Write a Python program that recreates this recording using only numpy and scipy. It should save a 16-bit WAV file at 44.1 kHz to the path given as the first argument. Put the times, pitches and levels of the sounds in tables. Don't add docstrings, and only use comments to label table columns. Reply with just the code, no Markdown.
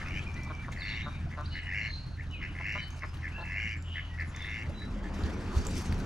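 import sys
import numpy as np
from scipy import signal
from scipy.fft import rfft, irfft
from scipy.io import wavfile
from scipy.ndimage import uniform_filter1d

SR = 44100
rng = np.random.default_rng(int(sys.argv[2]) if len(sys.argv) > 2 else 0)


def how_loud(loudness_db):
    steps = np.asarray(loudness_db, float) / 20
    return 10 ** steps


def file_out(sig):
    cols = np.atleast_2d(sig).T
    lim = np.clip(cols, -1, 1)
    pcm = np.round(lim * 32767).astype(np.int16)
    wavfile.write(sys.argv[1], SR, pcm)


N = 266995

FADE_START_S, FADE_END_S = 4.37, 5.08
HANDS_S = 5.14

# (frequency [Hz], level [dB])
BANK_ENGINE = [(42, -48), (54, -51.5), (83, -42.5), (115, -57.5), (126, -53), (146, -57), (168, -61)]
# (frequency [Hz], level [dB])
BOAT_ENGINE = [(38, -40.5), (77, -42.5), (180, -51.5), (202, -49)]
# (time [s], level [dB])
GUSTS = [(0.0, -41), (0.85, -44.5), (1.21, -40.5), (1.79, -48), (2.52, -45.5), (3.6, -48), (4.45, -49),
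         (4.65, -42), (4.94, -40), (5.11, -44.5), (5.224, -40), (5.63, -39.5), (6.054, -34.5)]
# (time [s], level [dB])
TREE_BREEZE = [(0.0, 5.5), (0.5, 0.5), (1.35, -1), (2.2, -3.5), (2.9, -0.5), (3.3, 0), (3.65, -2.5),
               (4.1, -2.5), (4.6, 1.5), (5.1, 0.5), (5.27, 3), (5.45, 0.5), (5.6, 3.5), (5.8, -0.5),
               (6.05, 1)]
# (frequency [Hz], density [dB per Hz])
BANK_SPECTRUM = [(12, -50), (20, -19), (60, -1), (85, -7), (106, -6), (324, -19.5), (425, -29.5),
                 (1490, -26.5), (2070, -32.5), (2800, -31.5), (3300, -38), (6350, -44), (8110, -53.5),
                 (10400, -54), (13000, -64.5), (15500, -84)]
# (frequency [Hz], density [dB per Hz])
BOAT_SPECTRUM = [(12, -26), (20, -12.5), (80, 1), (103, -14), (193, -6.5), (307, -15), (403, -19),
                 (590, -26), (1530, -28.5), (3680, -37.5), (6010, -40.5), (7680, -46.5), (13000, -58.5),
                 (15500, -84)]
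# (frequency [Hz], density [dB per Hz])
CLOTH_SPECTRUM = [(1470, -49), (2500, -8), (3160, -0.5), (3800, -29), (4410, -1.5), (6070, 1), (12100, -25),
                  (15000, -46)]
# (loudest time [s], level [dB])
CLOTH_STROKES = [
    (5.16, -62),
    (5.27, -60),
    (5.586, -45),
    (5.69, -63),
    (5.772, -38.5),
    (6.06, -60),
]
# (frequency [Hz], correlation [0-1])
PORT_LIKENESS = [(25, 0.95), (60, 0.99), (140, 0.99), (260, 0.97), (520, 0.85), (1520, 0.75), (4480, 0.77),
                 (13200, 0.67)]
# (frequency [Hz], left lead [rad], left minus right [dB])
PORT_DIFFERENCE = [(100, -0.1, -0.2), (800, -0.013, 1.5), (1860, -0.34, 1), (2900, -1.39, 1),
                   (4200, -0.86, -1), (4400, -0.012, -1.5), (9300, -0.61, 3), (12900, -1.6, 3.5)]

# (time [s], peak [dB], ring [Hz], left minus right [dB], length [ms])
TWIG_TICKS = [(0.084, -45, 5360, -4, 5.7), (0.186, -45, 5600, 0.0, 2.6), (0.342, -45.5, 6040, -1, 3.6),
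              (0.434, -35, 6330, 1.0, 1.6), (0.5507, -44, 5570, -1, 1.67), (0.718, -48, 6690, 3, 16),
              (0.724, -43.5, 3700, -4, 10), (2.884, -48, 11800, -2, 1.6), (1.3882, -53, 5200, -0.5, 2.4),
              (1.4093, -45, 6140, -2, 1.8), (2.065, -47, 4560, 4, 2), (2.3111, -45, 6300, 2, 1.3),
              (2.724, -39, 5230, -1, 2.4), (2.905, -43.5, 6360, 4, 2), (2.9926, -45, 5330, -1, 2.5),
              (3.14, -47.5, 3200, 4, 20), (3.171, -47, 3600, 6, 5.2), (3.3204, -50, 4950, -2, 2.1),
              (3.712, -42, 4870, -3, 1.2), (3.824, -36.5, 6740, -1, 1.2), (4.203, -40, 4540, -9, 1.5),
              (4.363, -31.5, 6000, -3, 1.44), (4.423, -40.5, 5600, 0, 1.9)]
# (time [s], peak [dB], ring [Hz])
LEAF_DRIPS = [(0.2404, -49, 7100), (0.2778, -44, 5330), (0.447, -46, 7500), (0.5786, -56, 7000),
              (0.6694, -58, 8500), (0.8355, -55, 8000), (1.3493, -58, 7000), (1.6167, -57, 8000),
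              (1.6327, -51, 8100), (1.6576, -53, 8100), (2.3225, -51, 5200), (2.4339, -58, 8000),
              (2.5237, -60, 8000), (2.9622, -53, 8000), (3.0609, -55, 8000), (3.456, -45, 6500),
              (3.5279, -57, 8000), (3.6341, -46, 7000), (3.7688, -49, 7360), (4.214, -48, 5000),
              (4.2807, -54, 9000), (4.473, -55, 9000), (4.54, -58, 9000), (4.591, -62, 8000),
              (4.6344, -53, 9000), (4.695, -52, 10000), (5.4391, -46, 4660), (5.708, -37, 8800),
              (5.988, -42, 10500)]
# (time [s], peak [dB], ring [Hz], left minus right [dB], length [ms])
TACKLE_CLICKS = [
    (5.235, -41, 4400, -11, 5.6),
    (5.264, -38, 5530, -9, 1.7),
    (5.651, -35, 5770, -6, 2),
    (5.668, -22, 6870, 0, 1.2),
    (5.925, -35, 4640, -2, 2.3),
    (5.9446, -42, 5780, -1, 1.47),
    (5.98, -38, 4870, 4, 1.2),
    (5.9994, -39.5, 5000, 2.0, 2.5),
    (5.687, -34, 1460, -7, 1.6),
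    (5.9243, -25.5, 1610, -3, 1.7),
]
# (time [s], peak [dB], swing [Hz])
HULL_BLOWS = [
    (2.067, -22, 154),
    (4.683, -20, 83),
    (4.939, -42, 69.7),
    (5.236, -11.5, 77),
    (5.518, -21, 59),
    (5.547, -17, 62.7),
    (5.566, -7.5, 72),
]
# (time [s], peak [dB], ring [Hz])
GEAR_KNOCKS = [(4.851, -42, 258), (4.95, -36, 221), (4.96, -43, 555), (5.055, -38, 307),
               (5.191, -36.5, 244), (5.245, -39, 422), (5.272, -40, 416), (5.328, -38, 400),
               (5.368, -43, 380), (5.49, -39, 414), (5.538, -36, 400), (5.736, -38, 297), (5.858, -43, 230),
               (5.911, -37, 249)]

# (start [s], length [s], centre [Hz],
# level [dB], loudest at [share of length])
CHATTER = [(0.2, 0.095, 2970, -54, 0.32), (0.356, .04, 3900, -60, .4), (0.362, .03, 5500, -65, .4),
           (0.455, 0.046, 1050, -50, .4), (0.99, .04, 3320, -50, .5), (0.841, .2, 3930, -52, 0.35),
           (1.46, .22, 4220, -53, 0.38), (1.519, 0.22, 2700, -53, .3), (2.255, 0.035, 3900, -65, .5),
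           (2.338, 0.15, 2700, -53.5, 0.62), (2.43, 0.18, 2580, -53, 0.27), (2.79, 0.12, 4400, -58, .4),
           (3.391, 0.058, 4100, -57.5, 0.45), (3.828, 0.33, 3120, -53.5, .4), (4.24, .1, 10000, -71.5, .55),
           (4.27, .06, 6940, -64.5, .5)]
# (start [s], length [s], centre [Hz], level [dB], loudest at [share of length])
WARBLES = [(0.845, 0.2, 3650, -49.5, 0.4), (1.0, 0.25, 3720, -53, 0.15), (1.074, 0.17, 2390, -52.5, 0.58),
           (0.831, 0.14, 4180, -51.5, .4), (1.499, 0.14, 4200, -58, 0.31), (1.47, 0.22, 3800, -65, 0.44),
           (1.8, 0.38, 4226, -48, 0.36), (2.238, 0.26, 3930, -66.5, 0.42), (2.714, 0.24, 3940, -58, 0.41),
           (2.761, 0.23, 4460, -64, 0.33), (2.9, 0.12, 6400, -63, 0.26), (3.826, 0.34, 2930, -47.5, 0.4),
           (4.332, 0.27, 3584, -49, 0.41)]
# (start [s], length [s], pitch [Hz], level [dB], loudest
SWELLING_PEEPS = [(0.354, 0.21, 2000, -49.5, 0.047), (1.857, 0.2, 6340, -67, .13),
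                  (2.295, 0.33, 2930, -51, 0.067), (2.778, 0.21, 3020, -46, .04),
                  (2.985, 0.15, 5090, -63.5, 0.76), (3.762, 0.28, 7300, -68, .05),
                  (4.084, 0.16, 1923, -53.5, 0.37), (4.734, 0.18, 3913, -49.5, 0.49),
                  (1.259, 0.038, 695, -52.5, 0.35), (3.545, 0.039, 688, -55, 0.41),
                  (4.691, 0.028, 565, -46, 0.46)]
# (start [s], length [s], from [Hz], to [Hz], level [dB])
SLURRED_WHISTLES = [(0.255, 0.071, 2480, 2364, -50), (0.325, .33, 2390, 2325, -53),
                    (0.777, 0.2, 4519, 4414, -55.5), (0.802, 0.049, 4383, 3470, -51),
                    (1.442, 0.03, 3600, 4030, -56.5), (1.453, 0.016, 4050, 5000, -53),
                    (1.504, 0.21, 2950, 2870, -53.5), (2.326, 0.0545, 2794, 2425, -50),
                    (3.315, 0.0614, 2446, 2710, -51.5), (3.357, 0.16, 2740, 2646, -49.5),
                    (3.329, 0.12, 1660, 1703, -56)]

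# (start [s], length [s], effort [dB], pulse rate [Hz], throat [Hz])
LOW_QUACKS = [
    (0.498, 0.027, -43.5, 152, 1120),
    (0.681, 0.014, -42.5, 136, 1120),
    (1.055, 0.045, -43.5, 145, 1150),
    (1.367, 0.061, -42.5, 150, 1105),
    (2.594, 0.026, -48.5, 172, 930),
    (2.748, 0.037, -44, 200, 1110),
    (2.95, 0.02, -60, 120, 800),
    (3.025, 0.033, -45, 153, 1120),
    (3.37, 0.072, -48, 172, 900),
]
# (frequency [Hz], width [Hz], level [dB])
QUACK_RESONANCES = [(400, 130, -13.5), (673, 210, -5.5), (1345, 290, -6.5), (3800, 1200, -23.5)]
# (start [s], length [s], effort [dB], bill opening [dB])
SHORT_GRUNTS = [(0.0, 0.05, -42.5, -26), (0.621, 0.07, -49, -32), (0.709, 0.043, -46, -16),
                (1.299, 0.081, -46.5, -20), (1.518, 0.14, -42, -19), (2.172, 0.073, -44, -26),
                (2.4, 0.097, -39.5, -10.5), (3.006, 0.066, -41, -16.5), (3.218, 0.093, -38, -16),
                (3.943, 0.088, -37.5, -19), (4.172, 0.092, -37.5, -18.5), (4.805, 0.066, -48, -28),
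                (5.026, 0.075, -49.5, -27)]
# (frequency [Hz], width [Hz], level [dB])
THROAT_RESONANCES = [(1771, 160, -2.5), (2100, 308, 1.5)]
# (frequency [Hz], width [Hz], level [dB])
BILL_RESONANCES = [(2784, 214, 3), (4580, 300, -19.5), (5370, 1000, -14), (6570, 580, -24)]
# (time [s], effort [dB], bill opening [dB], throat [Hz])
OTHER_DRAKE = [
    (0.045, -52, -4, 1900),
    (0.09, -48.5, -8.5, 2210),
    (0.18, -43, -8, 2330),
    (0.2, -46.5, -5, 2410),
    (0.24, -66, -15, 2450),
]
# (start [s], length [s], effort [dB], loudest at [share of length], throat [Hz])
LONG_RASPS = [
    (0.736, 0.34, -40.5, 0.41, 2103),
    (1.618, 0.31, -37, 0.51, 2095),
    (2.537, 0.32, -38.5, 0.43, 2100),
    (3.425, 0.37, -38, 0.46, 2125),
    (4.32, 0.36, -41, 0.62, 2134),
]


def evened(x):
    return x / np.sqrt(np.mean(x ** 2) + 1e-20)


def smooth_noise(count, window):
    return evened(uniform_filter1d(rng.standard_normal(count), window))


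def read(points, hz):
    f, value = np.transpose(points)
    return np.interp(np.log(hz + 1), np.log(f + 1), value)


def columns(rows):
    s, *cols = np.transpose(rows)
    t = np.arange(s[0], s[-1], 1 / SR)
    return (t, *(np.interp(t, s, c) for c in cols))


def add(mix, s, sound):
    part = mix[..., round(s * SR):][..., :sound.shape[-1]]
    part += sound[..., :part.shape[-1]]


def panned(db):
    return how_loud([[db / 2], [-db / 2]])


def resonate(x, hz, width):
    turn = np.exp(2j * np.pi * np.cumsum(hz * np.ones(len(x))) / SR)
    r = np.exp(-np.pi * width / SR)
    return 2 * (turn * signal.lfilter([(1 - r) ** 2], [1, -2 * r, r * r], x / turn)).real


def boat_share(t):
    return np.clip((t - FADE_START_S) / (FADE_END_S - FADE_START_S), 0, 1)


def hum(lines):
    out = 0
    for hz, db in lines:
        sway, drift = (evened(resonate(rng.standard_normal(N), 1e-3, 6.77)) for _ in range(2))
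        tone = np.sin(2 * np.pi * np.cumsum(hz + 1.278 * drift) / SR)
        out = out + how_loud(db + 2.5 + 2.3 * sway) * tone
    return out


def engine(lines):
    return hum(lines) + how_loud(-19.5) * hum(lines) * np.array([[1], [-1]])


def rustle_db(t):
    rise_db_s, fall_db_s, hands_db = 242, 120, -58
    power = how_loud(2 * hands_db) * (t > HANDS_S) + 1e-14
    for s, db in CLOTH_STROKES:
        power = power + how_loud(2 * (db - np.maximum(rise_db_s * (s - t), fall_db_s * (t - s))))
    return 10 * np.log10(power)


def air():
    frames, hz = N // 256 + 5, np.fft.rfftfreq(1024, 1 / SR)
    t = np.arange(frames) * 256 / SR
    a, b, c, d, patches = rng.standard_normal((5, len(hz), frames))
    patches = evened(uniform_filter1d(uniform_filter1d(patches, 12, 0), 10, 1))
    flicker = smooth_noise(frames, 3) * np.clip(hz / 8000, 0, 1)[:, None]
    boat = boat_share(t)
    shape = how_loud(read(BANK_SPECTRUM, hz)[:, None] * (1 - boat) + read(BOAT_SPECTRUM, hz)[:, None] * boat)

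    def gain_db(db, lo, hi, form):
        return db - 10 * np.log10((form[(hz > lo) & (hz < hi)] ** 2).sum(0))

    near = np.clip((t - FADE_START_S) / (HANDS_S - FADE_START_S), 0, 1) ** 3
    breeze_db = np.interp(t, *np.transpose(TREE_BREEZE))
    wash_db = -56 + 9 * near + breeze_db
    leaf_db = -78.5 - 3 * near + 0.89 * breeze_db
    cloth_db = rustle_db(t)
    hiss_db = 10 * np.log10(how_loud(2 * leaf_db) + how_loud(2 * (cloth_db - 18.5)))
    gust = gain_db(np.interp(t, *np.transpose(GUSTS)), 95, 330, shape)
    wash = gain_db(wash_db, 350, 1360, shape)
    hiss = gain_db(hiss_db, 8570, 11300, shape)
    low = 1 / (1 + (hz / 330) ** 4)[:, None]
    high = 1 / (1 + (4000 / (hz + 1)) ** 4)[:, None]
    field = shape * how_loud(low * (gust - 2.5) + high * hiss + (1 - low - high) * wash)
    cloth = how_loud(read(CLOTH_SPECTRUM, hz))[:, None]
    field = np.hypot(field, cloth * how_loud(gain_db(cloth_db, 4800, 9000, cloth) - 8.5))
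    same, left = read(PORT_LIKENESS, hz)[:, None], a + 1j * b
    z = np.array([left, same * left + np.sqrt(1 - same ** 2) * (c + 1j * d)])
    z *= field * how_loud(1.9 * patches + 2.53 * flicker + 1.0)
    return signal.istft(z, nperseg=1024, noverlap=768)[1][:, :N]


def crackle():
    t = np.arange(HANDS_S, N / SR, 1 / SR)
    snaps = (rng.random((2, len(t))) < 60 / SR) * rng.standard_normal((2, len(t)))
    bright = signal.lfilter(*signal.butter(2, (4000, 13000), "band", fs=SR), snaps)
    out = np.zeros((2, N))
    add(out, t[0], how_loud(rustle_db(t) - 20) * evened(bright))
    return out


def ticks():
    out, t = np.zeros((2, N)), np.arange(1500) / SR
    bright = signal.butter(2, (3500, 12500), "band", fs=SR)
    drips = [(*drip, -1, 1.5) for drip in LEAF_DRIPS]
    for s, db, hz, pan_db, ms in [*TWIG_TICKS, *TACKLE_CLICKS, *drips]:
        noise = rng.standard_normal(len(t))
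        burst = evened(resonate(noise, hz, 1900)) + 0.32 * signal.lfilter(*bright, noise)
        envelope = np.exp(-1000 * t / max(ms, .3)) * np.tanh(t / 0.00041)
        add(out, s, how_loud(db - 6) * burst * envelope * panned(pan_db))
    return out


def hull():
    out, t = np.zeros((2, N)), np.arange(SR // 5) / SR
    for s, db, hz in HULL_BLOWS:
        add(out, s, how_loud(db - 2.5) * np.sin(2 * np.pi * hz * t) * t * hz * np.exp(1 - 2.33 * t * hz))
    for s, db, hz in GEAR_KNOCKS:
        swing = t * hz / 1.7
        add(out, s, how_loud(db) * np.sin(2 * np.pi * hz * t) * swing * np.exp(1 - swing))
    return out


def wood(x):
    t = np.arange(SR // 3) / SR
    tail = rng.standard_normal((2, len(t))) * how_loud(-60 * t / 0.26) * (t > .004)
    return signal.fftconvolve(x, tail / np.linalg.norm(tail[0]), axes=1)[:, :N]


def calls(voice, rule, table, pan_db):
    out = np.zeros(N)
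    for row in table:
        add(out, *voice(rule(*row)))
    return out * panned(pan_db)


def swell(start, length, hz, db, share):
    return np.c_[start + length * np.array([0, share, 1]), [hz] * 3, db + np.array([-14, 0, -22.5])]


def held(start, length, db, attack_s, release_s, edge_db):
    s = start + np.array([0, attack_s, (length + attack_s - release_s) / 2, length - release_s, length])
    return s, db + edge_db * np.array([1, 0, 0, 0, 1])


def slur(start, length, from_hz, to_hz, db):
    s, level_db = held(start, length, db, attack_s=0.012, release_s=0.012, edge_db=-3)
    done = np.interp((s - start) / length, [0, .5, 1], [0, .8, 1])
    return np.c_[s, from_hz + (to_hz - from_hz) * done, level_db]


def buzz(rows):
    t, hz, level_db = columns(rows)
    breath = evened(resonate(rng.standard_normal(len(t)), hz, 300 + 0.085 * hz.mean()))
    return t[0], how_loud(level_db) * breath * signal.windows.tukey(len(t), .15)


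def trill(rows):
    t, hz, level_db = columns(rows)
    hz = hz * (1 + .008 * smooth_noise(len(t), 2500))
    line, wide = (evened(resonate(rng.standard_normal(len(t)), hz, width)) for width in (70, 480))
    return t[0], how_loud(level_db) * evened(line + .9 * wide) * signal.windows.tukey(len(t), .15)


def whistle(rows):
    t, hz, level_db = columns(rows)
    waver = smooth_noise(len(t), 900)
    hz = hz * (1 + .005 * waver)
    tone = how_loud(2.4 * waver[::-1]) * np.sqrt(2) * np.sin(2 * np.pi * np.cumsum(hz) / SR)
    blur = evened(resonate(rng.standard_normal(len(t)), hz, 137))
    return t[0], how_loud(level_db) * evened(tone + .75 * blur) * signal.windows.tukey(len(t), .15)


def tract(x, modes):
    return sum(how_loud(db) * evened(resonate(x, hz, width)) for hz, width, db in modes)


def pulses(rate, jitter, uneven_db):
    wander = smooth_noise(len(rate), 300)
    turns = np.cumsum(rate * (1 + jitter * wander)) / SR + .8
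    size = how_loud(uneven_db * rng.standard_normal(200))[turns.astype(int)]
    clicks = np.diff(np.floor(turns), prepend=0.)
    puffs = np.exp(-(turns % 1) / .3) * rng.standard_normal(len(rate))
    return size * evened(clicks), size * evened(puffs)


def short_quack(start, length, db, rate, hz):
    s, effort_db = held(start, length, db, attack_s=0.0093, release_s=0.0046, edge_db=-2.5)
    return np.c_[s, effort_db, rate + 0 * s, hz + 0 * s]


def quack(rows):
    t, effort_db, rate, throat_hz = columns(rows)
    clicks, puffs = pulses(rate, jitter=.02, uneven_db=1.5)
    drive = clicks + .35 * puffs
    soft = signal.lfilter(*signal.butter(2, (270, 1900), "band", fs=SR), drive)
    voice = evened(resonate(soft, throat_hz, 370))
    voice = voice + tract(soft, QUACK_RESONANCES[:3]) + tract(drive, QUACK_RESONANCES[3:])
    return t[0], how_loud(effort_db) * evened(voice) * signal.windows.tukey(len(t), .45)


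def grunt(start, length, db, bill_db):
    peak, hold = .42, 0.24
    s = start + length * np.array([0, peak - hold / 2, peak + hold / 2, 1])
    effort_db = db - 2 + np.array([-15.5, 0, 0, -22.5])
    return np.c_[s, effort_db, [bill_db] * 4, (2120, 2020, 2080, 2080)]


def long_rasp(start, length, db, share, hz):
    release_s, stop_s, throat_rise_hz = 0.053, 0.015, 180
    cut = start + length - release_s
    s = np.array([start, start + share * length, cut, cut + stop_s, start + length])
    effort_db = db + np.array([-12, 0, -4.5, -12, -16.5])
    bill_db = (-16, -10, -7, -22.5, -22.5)
    return np.c_[s, effort_db, bill_db, hz + throat_rise_hz * (s - s[1]) / length]


def rasp(rows, rough=.42, jitter=.04):
    t, effort_db, bill_db, throat_hz = columns(rows)
    since = t - t[0]
    clicks, puffs = pulses(112 - 30 * np.exp(-(since / .14) ** 2), jitter, uneven_db=1.1)
    from_hz, to_hz, slide_s = 1244, 3155, 0.00579
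    u = np.arange(0, slide_s, 1 / SR)
    slide = signal.chirp(u, from_hz, slide_s, to_hz) * signal.windows.tukey(len(u), .5)
    slid = signal.fftconvolve(clicks + rough * puffs, slide, "same")
    bill_db = np.clip(bill_db, -30, -2)
    tremble = .028 * smooth_noise(len(t), 400)
    stretch = throat_hz / 2100 + 0.00088 * (bill_db + 8.0) + tremble
    (low_hz, low_width, low_db), (hz, width, db) = THROAT_RESONANCES
    low = evened(resonate(slid, low_hz * (1 - tremble), low_width))
    throat = how_loud(low_db - .5 * (bill_db + 18.0)) * low + how_loud(db) * evened(resonate(slid, hz * stretch, width))
    lift = stretch - tremble + 0.1 * (since - .15)
    opening = 1 - .1 * np.exp(-since / .1)
    bill = tract(slid, [(f * stretch * opening, w, g) for f, w, g in BILL_RESONANCES[:1]])
    bill = bill + tract(puffs + .1 * clicks, [(f * lift, w, g) for f, w, g in BILL_RESONANCES[1:]])
    voice = evened(throat) + how_loud(bill_db) * bill
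    return t[0], how_loud(effort_db) * voice * signal.windows.tukey(len(t), .15)


def hoarse(rows):
    return rasp(rows, rough=.65, jitter=.08)


def scene():
    boat = boat_share(np.arange(N) / SR)
    background = air() + (1 - boat) * engine(BANK_ENGINE) + boat * engine(BOAT_ENGINE)
    hits = ticks() + hull() + crackle()
    birds = calls(buzz, swell, CHATTER, .2) + calls(trill, swell, WARBLES, -.3)
    birds += calls(whistle, swell, SWELLING_PEEPS, .3) + calls(whistle, slur, SLURRED_WHISTLES, 0.32)
    birds += calls(quack, short_quack, LOW_QUACKS, 0.93) + calls(hoarse, grunt, SHORT_GRUNTS, 0.46)
    birds += calls(rasp, lambda *points: points, [OTHER_DRAKE], 0.26)
    birds += calls(rasp, long_rasp, LONG_RASPS, 0.16)
    return how_loud(2.5) * birds + how_loud(-6.5) * wood(birds + hits) + hits + background


def roll_off(x):
    return signal.sosfilt(signal.butter(12, 15000, fs=SR, output="sos"), x)


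def record(dry):
    hz = np.fft.rfftfreq(N, 1 / SR)
    at, lead, tilt_db = np.transpose(PORT_DIFFERENCE)
    half = np.exp(.5j * read(np.c_[at, lead], hz)) * how_loud(read(np.c_[at, tilt_db], hz) / 2)
    mix = irfft(rfft(dry) * np.array([half, 1 / half]), N)
    return roll_off(mix)


dry = scene()
out = record(dry)
file_out(out)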